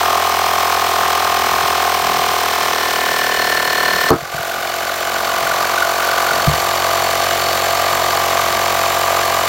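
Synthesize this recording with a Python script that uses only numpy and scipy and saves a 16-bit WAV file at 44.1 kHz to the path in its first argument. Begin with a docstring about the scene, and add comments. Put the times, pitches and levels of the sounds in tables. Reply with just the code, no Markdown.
"""A small piston tyre inflator rattles and hums on a workbench, slowing as it pumps up a steel cylinder.
The cylinder's piston pops loose with a burst of air; the microphone's gain control ducks and creeps back.
The unloaded pump runs on faster, puffing and whistling through the open cylinder, as hands shift the parts.
Crank-timed blows and noise ring through resonances for the pump; struck modes make the pop and bumps,
and filtered noise makes the burst and the rubbing."""
import sys
import numpy as np
from scipy import signal
from scipy.fft import rfft, irfft, next_fast_len
from scipy.io import wavfile
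from scipy.ndimage import uniform_filter1d, minimum_filter1d

SR = 44100
rng = np.random.default_rng(int(sys.argv[2]) if len(sys.argv) > 2 else 0)


def inscribe(sig):
    """Save sig as 16-bit PCM at rate SR to the path in sys.argv[1].

    A 1-D sig is mono; a 2-D sig holds one channel per row.
    Samples are clipped to [-1, 1] before scaling.
    """
    pcm = np.round(np.clip(np.atleast_2d(sig).T, -1, 1) * 32767)
    wavfile.write(sys.argv[1], SR, pcm.astype(np.int16))


N = 418068

# crank speed, before a slight wobble: time_s, speed_turns_per_s
CRANK_SPEED = [(0.0, 41.79), (0.16, 41.758), (0.81, 42.25), (1.2, 41.487), (1.56, 41.923), (2.04, 40.814),
               (2.35, 41.141), (2.86, 39.321), (3.48, 38.898), (4.05, 38.824), (4.27, 45.214),
               (4.91, 45.023), (6.23, 45.273), (7.06, 45.148), (9.48, 45.261)]
START_TURNS = .971
# how far the pump has laboured up to full pressure: time_s, share_0_to_1
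PRESSURE_CURVE = [(0, .1), (1.8, .2), (2.5, .45), (3.1, .85), (3.5, .97), (4.1, 1)]
RELEASE_S, RELEASE_FADE_S = 4.12, 0.026   # the piston comes loose and the load is gone
SET_DOWN_S, SET_DOWN_FADE_S = 6.35, 0.47   # the cylinder is laid on the bench

# strength of the pump's noises: thud_db, knock_db, valve_clatter_db, gear_rattle_db, air_hiss_db
LIGHT_LEVELS = (-18.5, -17.5, -25.8, -22.5, -28.5)
HEAVY_LEVELS = (-22.5, -24, -23, -22.5, -28.5)
FREE_LEVELS = (-20, -22, -23.5, -22.6, -27)
# answer of the case to a stroke at low pressure, at high pressure and running free:
# pitch_hz, relative_level_db, crank_angle_turns (where that pitch swells)
LIGHT_CASE = [(293, -38, 0.62), (340, -20, 0.49), (375, -12, 0.62), (468, -19.5, 0.56), (505, -14, 0.65),
              (658, -6.5, 0.48), (688, 1.5, 0.61), (810, -4.5, 0.68), (910, -13.5, 0.64), (1015, -12, 0.36),
              (1093, -3, 0.57), (1140, -16, 0.5), (1207, -5, 0.4), (1256, -16, 0.37)]
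HEAVY_CASE = [(279, -18.5, 0.663), (308, -40, 0.51), (337, -9.5, 0.52), (462.5, -7, 0.62),
              (475, -10.5, 0.711), (677.5, -4, 0.49), (742, -0.2, 0.43), (757, -24, 0.65),
              (880, -7.5, 0.48), (980, -18, 0.43), (1011, -2.5, 0.57), (1150, -8, 0.46), (1177, -17, 0.33),
              (1260, -15, 0.4)]
FREE_CASE = [(316, -25, .49), (361, -10, .5), (402, -16, .56), (450, -12, .61), (575, -10, .52),
             (630, -7, .58), (685, 2, .62), (760, -9, .64), (815, -5, .7), (865, -15, .66), (950, -11, .6),
             (1080, -7.5, .5), (1185, -7, .56), (1310, -23, .34)]
# colour of the rattling: pitch_hz, relative_level_db
LOADED_COLOUR = [(1200, 3.5), (1400, 5.5), (1750, 2.5), (2000, -8.5), (2300, -8.5), (2950, -11.5),
                 (3800, -13), (4400, -15), (5400, -16), (7700, -20), (8400, -18), (10400, -24),
                 (14500, -16.5), (16000, -21.5)]
FREE_COLOUR = [(710, -7), (1200, 14), (1290, 0.5), (1680, -2), (2790, -14.5), (3910, -13.5), (4450, -20),
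               (4800, -17.5), (6650, -20), (7170, -23.5), (9110, -24.5), (10500, -28.5), (11700, -24.5),
               (15800, -23)]
# narrow resonances of the pump head, added to the rattling: pitch_hz, width_hz, gain_db
LOADED_HEAD_RINGS = [(1975, 50, 1), (2140, 50, -4), (2960, 50, -1), (4280, 50, -2), (5250, 150, -3),
                     (5950, 120, -5), (7200, 150, -5)]
FREE_HEAD_RINGS = [(2976, 88, -2), (4444, 83, 9.5), (5210, 99, -7.5), (5930, 76, -1), (7180, 210, 4),
                   (11400, 600, -3)]
# three swells a turn (intake, outlet valve, top of the stroke), as they shape the clatter:
# crank_angle_turns, width_turns, clatter_rise_db, rattle_rise_db, hiss_rise_db
LOADED_SWELLS = [(.07, 0.12, 7, 3.5, 1.5), (.31, 0.08, 8.5, 5, 4), (.485, .06, 7, 4, 0)]
FREE_SWELLS = [(0.0, .1, 4.6, 2.5, 3.7), (.265, 0.068, 9.2, 6.1, 6.3), (.47, .085, 4.8, 3.2, 1.2)]
# rattle and hiss follow the clatter: per step, a lag in turns and a widening of the swell
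SWELL_LAG_TURNS, SWELL_STRETCH = 0.023, 1.18
# shaking of the bench, before the rocking change: multiple_of_crank_speed, rms_level_db
LOADED_SHAKE = [(1, -67), (2, -39), (3, -58), (4, -48), (5, -51), (6, -46), (7, -50)]
FREE_SHAKE = [(1, -49), (2, -38.5), (3, -42), (5, -45), (6, -47), (7, -54.5)]
# changes to the low hum: it sinks as pressure builds, and stays weak until the cylinder is laid down
HUM_LIGHT_DB, HUM_HEAVY_DB, HUM_HELD_DB = 0, -9, -5.5
# the valve sings: its level at full pressure, its rise from no pressure to full, its whine against it
VALVE_DB, VALVE_RISE_DB, WHINE_DB = -22.3, 24, -7.5

# hands rub on the parts: start_s, length_s, level_db
HAND_RUBS = [(1.298, 0.24, -34.5), (1.946, 0.26, -35), (2.8, 0.37, -47), (3.2, 0.84, -40),
             (5.0, 0.75, -43.5), (6.203, 0.38, -38)]
RUB_FADE_S, RUMBLE_DB = .14, -44.5   # soft start and end of a rub; the bench's steady rumble
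# soft bumps on the bench: time_s, level_db
BENCH_BUMPS = [(1.63, -23), (2.02, -24), (2.86, -29), (3.1, -29), (3.22, -30), (4.22, -11), (4.34, -11),
               (4.39, -15), (6.31, -27), (6.36, -28), (6.473, 2.5), (6.4868, -13), (6.528, -18)]
# ring of the bench: pitch_hz, level_db, time_to_fall_60_db_s
BENCH_RING = [(72, -17, .25), (105, -15, .18), (147, -7, .14), (195, -12, .06), (300, -17, .03)]

# the piston pops and jolts: time_s, level_db
PISTON_JOLTS = [(4.1052, 11), (4.1135, -5), (4.1188, 9.5), (4.1302, 6.5), (4.15, -2)]
# ring of the piston and cylinder: pitch_hz, level_db, time_to_fall_60_db_s
PISTON_RING = [(135, -28, 0.28), (290.5, -11.5, 0.085), (341, -8.5, 0.1), (461, -11, 0.14), (834, -21, .04),
               (1110, -7.5, 0.023), (1276, -11, 0.11), (4570, -14, 0.0039)]
CRACK_DB, CRACK_S = -6, 0.0009   # a sharp crack peaks at the first jolt; time of its rise and of its fall
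# the trapped air bursts out with a low thump and dies away
BURST_S, BURST_ATTACK_S, BURST_HOLD_S, BURST_RELEASE_S = 4.103, 0.0068, .048, 0.028
BURST_DB, THUMP_DB, BURST_SAG_DB_PER_S = 3, -12, 230

# a hand or an arm covers the pump and shades its knock: start_s, length_s, change_db
HAND_SHADES = [(3.8, 1.05, -4.5), (6.853, 0.71, -3)]
SHADE_FADE_S = 0.42
# air puffs through the open cylinder as it is lifted and laid down, before the limp: time_s, level_db
PUFF_LEVEL = [(4.2, -23.5), (5.4, -25.5), (5.9, -21.5), (6.35, -23.5), (6.6, -33), (9.4, -53)]
# strong and weak puffs alternate, and the pattern slips slowly against the crank
LIMP_DB, LIMP_SLIP_HZ = 3.5, 0.26
# the air stream whistles in the open cylinder: time_s, level_db
WHISTLE_LEVEL = [(4.1, -70), (5.7, -46), (6.4, -33), (7.5, -32), (9.4, -60)]
HIGH_WHISTLE_DB = -39   # a higher whistle stays once the cylinder is laid down

GAIN_HOLD_S = .195   # how long the gain control holds a cut
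CUTOFF_HZ = 15850


def from_db(db):
    """Turn decibels into an amplitude factor."""
    return 10 ** (np.asarray(db) / 20)


def rms_one(x):
    """Scale a sound to an rms level of 1."""
    return x / np.sqrt(np.mean(x ** 2) + 1e-20)


def in_time(rows):
    """Join the points of each curve with straight lines, giving a value at every sample."""
    s, *columns = np.transpose(rows)
    return [np.interp(np.arange(N) / SR, s, c) for c in columns]


def rise(start_s, fade_s):
    """Go from 0 to 1 in a straight line."""
    return np.clip((np.arange(N) / SR - start_s) / fade_s, 0, 1)


def spell(start_s, length_s, fade_s):
    """Fade in, hold and fade out."""
    return rise(start_s, fade_s) - rise(start_s + length_s, fade_s)


def drift(points_per_s):
    """Wander by chance with a spread near 1, in straight lines between random points."""
    knots = rng.standard_normal(N // 40)
    return np.interp(np.arange(N) * points_per_s / SR, np.arange(len(knots)), knots)


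def band(x, low_hz, high_hz, order=2):
    """Keep only the pitches between two limits (Butterworth band-pass)."""
    limits = [low_hz, min(high_hz, .45 * SR)]
    return signal.sosfilt(signal.butter(order, limits, "band", fs=SR, output="sos"), x)


def resonate(x, hz, width_hz):
    """Ring at one pitch, with gain 1 at the peak."""
    r = np.exp(-np.pi * width_hz / SR)
    feed = np.array([1, 0, -1]) * (1 - r * r) / 2
    feedback = [1, -2 * r * np.cos(2 * np.pi * hz / SR), r * r]
    return signal.lfilter(feed, feedback, x + 1e-18)


def coloured(x, spectrum):
    """Make some pitches louder and others softer, following a short spectrum."""
    hz, db = np.transpose(spectrum)
    size = next_fast_len(N)
    grid = np.maximum(np.arange(size // 2 + 1) * SR / size, 1)
    gain_db = np.interp(np.log(grid), np.log(hz), db)
    return irfft(rfft(x, size) * from_db(gain_db), size)[:N]


def struck(hits, modes):
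    """Each hit sets all modes of a body ringing, neighbours in opposite senses."""
    clicks, out = np.zeros(N), 0
    for s, db in hits:
        clicks[round(s * SR)] = from_db(db)
    for hz, db, t60_s in modes:
        r = from_db(-60 / (t60_s * SR))
        w = 2 * np.pi * hz / SR
        ring = signal.lfilter([0, np.sin(w)], [1, -2 * r * np.cos(w), r * r], clicks + 1e-18)
        out = from_db(db) * ring - out
    return out


def gate(turns, angle, width):
    """A smooth bell-shaped window that opens once a turn."""
    distance = (turns - angle + .5) % 1 - .5
    return np.exp(-(distance / width) ** 2 / 2)


def once_a_turn(turns, angle):
    """One click each time the crank passes an angle, scaled to an rms level of 1."""
    return rms_one(np.diff(np.floor(turns - angle), prepend=np.floor(turns[0] - angle)))


def strokes(turns, levels, case, uneven_db, grit, smear, panel_lag_s):
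    """One blow a turn, with friction around it; the case answers with a knock first and a lower thud after."""
    blows = once_a_turn(turns, .5) * from_db(uneven_db * drift(45))
    friction = rms_one(rng.standard_normal(N) * gate(turns, .5, .6))
    hz, db, angle = np.transpose(case)
    size = next_fast_len(N + SR // 10)
    grid = np.arange(size // 2 + 1) * SR / size
    # outside the table, the answer falls by 40 dB per octave
    skirts_db = -40 * np.abs(np.log2((grid + 1) / np.clip(grid, hz[0], hz[-1])))
    case_db = np.interp(grid, hz, db)
    mean_turn_s = N / SR / (turns[-1] - turns[0])
    delay_s = np.interp(grid, hz, angle - .5) * mean_turn_s
    # the panels pass the blow on a few ms apart, which smears it in time
    phase = 2 * np.pi * np.cumsum(delay_s) * SR / size
    phase = phase + smear * np.sin(2 * np.pi * grid * panel_lag_s)
    sound = rfft(blows, size) * from_db(case_db + skirts_db) * np.exp(-1j * phase)
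    # friction acts all over the case, so its resonances stand out less
    friction_gain = from_db(0.75 * case_db + skirts_db) * np.minimum(grid / 600, 1)
    sound = sound + grit * rfft(friction, size) * friction_gain
    high_share = np.clip((grid - 860) / 80, 0, 1)
    thud = rms_one(irfft(sound * (1 - high_share), size)[:N])
    knock = rms_one(irfft(sound * high_share, size)[:N])
    return from_db(levels[0]) * thud + from_db(levels[1]) * knock


def scraping(turns, repeat):
    """The same rough surfaces meet on every turn; the rest of the friction is new each time."""
    surface = rng.standard_normal(size=1000)
    worn = rms_one(np.interp(turns % 1, np.linspace(0, 1, len(surface)), surface))
    repeat = np.clip(repeat, 0, 1)
    return np.sqrt(repeat) * worn + np.sqrt(1 - repeat) * rng.standard_normal(N)


def rattling(turns, levels, swells, colour, rings, repeats, uneven_db):
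    """Valve clatter, gear rattle and air hiss swell one after the other in each turn and ring in the pump head."""
    edges_hz, out = [1270, 2200, 7000, 19000], 0
    for k, (level, repeat, low, high) in enumerate(zip(levels, repeats, edges_hz, edges_hz[1:])):
        swell_db = 0
        for angle, width, *heights_db in swells:
            window = gate(turns, angle + k * SWELL_LAG_TURNS, width * SWELL_STRETCH ** k)
            swell_db = swell_db + heights_db[k] * window
        envelope = from_db(swell_db + uneven_db * drift(500))
        drive = coloured(scraping(turns, repeat) * envelope, colour)
        drive = drive + sum(from_db(db) * resonate(drive, hz, width) for hz, width, db in rings)
        out = out + from_db(level) * rms_one(band(drive, low, high, order=4))
    return out


def shaking(turns, orders, rocking_db):
    """The unbalanced crank hums through the bench; its lowest three orders follow the rocking."""
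    tones = []
    for multiple, db in orders:
        wave = np.sin(2 * np.pi * (round(multiple) * turns + rng.random()))
        tones.append(from_db(db) * np.sqrt(2) * wave)
    return from_db(rocking_db) * sum(tones[:3]) + sum(tones[3:])


def air_tone(turns, hz, width_hz, angle, length, kick_strength, uneven_db):
    """One puff of air a turn, a kick and a rush of noise, blows a resonance."""
    kick = once_a_turn(turns, angle)
    rush = rms_one(rng.standard_normal(N) * gate(turns, angle, length))
    puffs = (kick_strength * kick + rush) * from_db(uneven_db * drift(45))
    return rms_one(resonate(resonate(puffs, hz, width_hz), hz, width_hz))


def loaded_pump(turns):
    """Rising pressure dulls the strokes, calms the hum and makes the valve sing."""
    pressure = np.clip(in_time(PRESSURE_CURVE)[0], 0, 1)
    thud_db, knock_db, *rattle_db = [light + (heavy - light) * pressure
                                     for light, heavy in zip(LIGHT_LEVELS, HEAVY_LEVELS)]
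    light = strokes(turns, (thud_db, knock_db), LIGHT_CASE,
                    uneven_db=0.35, grit=0.36, smear=0.72, panel_lag_s=0.004208)
    heavy = strokes(turns, (thud_db, knock_db), HEAVY_CASE,
                    uneven_db=0.5, grit=0.31, smear=0.97, panel_lag_s=0.004217)
    body = np.sqrt(1 - pressure) * light + np.sqrt(pressure) * heavy
    rattle = rattling(turns, rattle_db, LOADED_SWELLS, LOADED_COLOUR, LOADED_HEAD_RINGS,
                      repeats=(.65, .5, .25), uneven_db=1.85)
    hum = shaking(turns, LOADED_SHAKE, HUM_LIGHT_DB + (HUM_HEAVY_DB - HUM_LIGHT_DB) * pressure)
    valve = air_tone(turns, hz=1788, width_hz=55, angle=.13, length=.1, kick_strength=3.2, uneven_db=.8)
    whine = air_tone(turns, hz=4280, width_hz=70, angle=.05, length=.15, kick_strength=1.8, uneven_db=1.0)
    singing_db = VALVE_DB - VALVE_RISE_DB * (1 - pressure)
    singing = from_db(singing_db) * (valve + from_db(WHINE_DB) * whine)
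    return body + rattle + hum + singing


def handling():
    """Dull, uneven rubbing that also shakes the bench, a steady rumble and a few bumps."""
    grip = rng.standard_normal(N) * from_db(3.6 * drift(21))
    rub = rms_one(band(grip, 93, 267)) + from_db(-9) * rms_one(band(grip, 56, 96))
    force = sum(from_db(db) * spell(s, length, RUB_FADE_S) for s, length, db in HAND_RUBS)
    return np.hypot(force, from_db(RUMBLE_DB)) * rub + struck(BENCH_BUMPS, BENCH_RING)


def pop():
    """The piston jolts loose with a crack and the trapped air bursts out as low noise."""
    age_s = np.maximum(np.arange(N) / SR - BURST_S, 0)
    opening = rise(BURST_S, BURST_ATTACK_S) - rise(BURST_S + BURST_HOLD_S, BURST_RELEASE_S)
    air = rms_one(band(band(rng.standard_normal(N), 76, 1500, order=4), 40, 640, order=1))
    thump = rms_one(band(rng.standard_normal(N), 40, 128))
    burst = from_db(BURST_DB) * air + from_db(THUMP_DB) * thump
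    burst = opening * from_db(-BURST_SAG_DB_PER_S * age_s) * burst
    crack_window = spell(PISTON_JOLTS[0][0] - CRACK_S, CRACK_S, CRACK_S)
    crack = from_db(CRACK_DB) * crack_window * rng.standard_normal(N)
    return struck(PISTON_JOLTS, PISTON_RING) + crack + burst


def free_pump(turns):
    """With no load the pump's strokes and rattle no longer follow the pressure."""
    thud_db, knock_db, *rattle_db = FREE_LEVELS
    shade_db = sum(db * spell(s, length, SHADE_FADE_S) for s, length, db in HAND_SHADES)
    body = strokes(turns, (thud_db, knock_db + shade_db), FREE_CASE,
                   uneven_db=0.45, grit=0.56, smear=0.95, panel_lag_s=0.00365)
    rattle = rattling(turns, rattle_db, FREE_SWELLS, FREE_COLOUR, FREE_HEAD_RINGS,
                      repeats=(.25, .2, .1), uneven_db=1.6)
    hum = shaking(turns, FREE_SHAKE, HUM_HELD_DB * (1 - rise(SET_DOWN_S, SET_DOWN_FADE_S)))
    return body + rattle + hum


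def open_cylinder(turns):
    """The pumped air puffs and whistles through the empty cylinder."""
    slip = LIMP_SLIP_HZ * (np.arange(N) / SR - RELEASE_S)
    limp_db = LIMP_DB * np.cos(np.pi * turns + 2 * np.pi * slip)
    puff = air_tone(turns, hz=1454, width_hz=150, angle=0.0398, length=0.12,
                    kick_strength=1.2, uneven_db=1.3)
    whistle = air_tone(turns, hz=4435, width_hz=180, angle=0.0484, length=0.07,
                       kick_strength=0.23, uneven_db=2.0)
    high_whistle = air_tone(turns, hz=7280, width_hz=130, angle=0.8, length=0.08,
                            kick_strength=.2, uneven_db=1.5)
    puff = from_db(in_time(PUFF_LEVEL)[0] + limp_db) * puff
    whistle = from_db(in_time(WHISTLE_LEVEL)[0]) * whistle
    high_whistle = from_db(HIGH_WHISTLE_DB) * rise(SET_DOWN_S, SET_DOWN_FADE_S) * high_whistle
    return puff + whistle + high_whistle


def scene():
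    """One crank times all the pump's sounds: first under load, then running free after the pop."""
    turns = START_TURNS + np.cumsum(in_time(CRANK_SPEED)[0]) / SR + 0.0021 * drift(25)
    released = rise(RELEASE_S, RELEASE_FADE_S)
    free = free_pump(turns) + open_cylinder(turns)
    pump = np.sqrt(1 - released) * loaded_pump(turns) + np.sqrt(released) * free
    return (pump + handling() + pop())[None]


def gain_control(x, ceiling, hold_s, quick_db, release_s):
    """An overload pulls the gain down and holds it; part of the cut then lets go at once, the rest creeps back."""
    over_db = 20 * np.log10(np.maximum(np.abs(x) / ceiling, 1))
    half_hold = int(hold_s * SR) // 2
    held_db = -minimum_filter1d(-over_db, 2 * half_hold + 1, origin=half_hold)
    fading = np.exp(-np.arange(N) / SR / release_s)
    slow_db = np.maximum.accumulate(np.maximum(over_db - quick_db, 0) / fading) * fading
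    cut_db = uniform_filter1d(np.maximum(held_db, slow_db), size=200)
    return x * from_db(-cut_db)


def record(dry):
    """Gain control, flattened peaks and a steep cut of the highest treble."""
    levelled = gain_control(dry[0], ceiling=0.875, hold_s=GAIN_HOLD_S, quick_db=1.5, release_s=0.86)
    clipped = np.clip(levelled, -.95, .95)
    return signal.sosfilt(signal.ellip(12, .1, 80, CUTOFF_HZ, fs=SR, output="sos"), clipped)[None]


dry = scene()
out = record(dry)
inscribe(out)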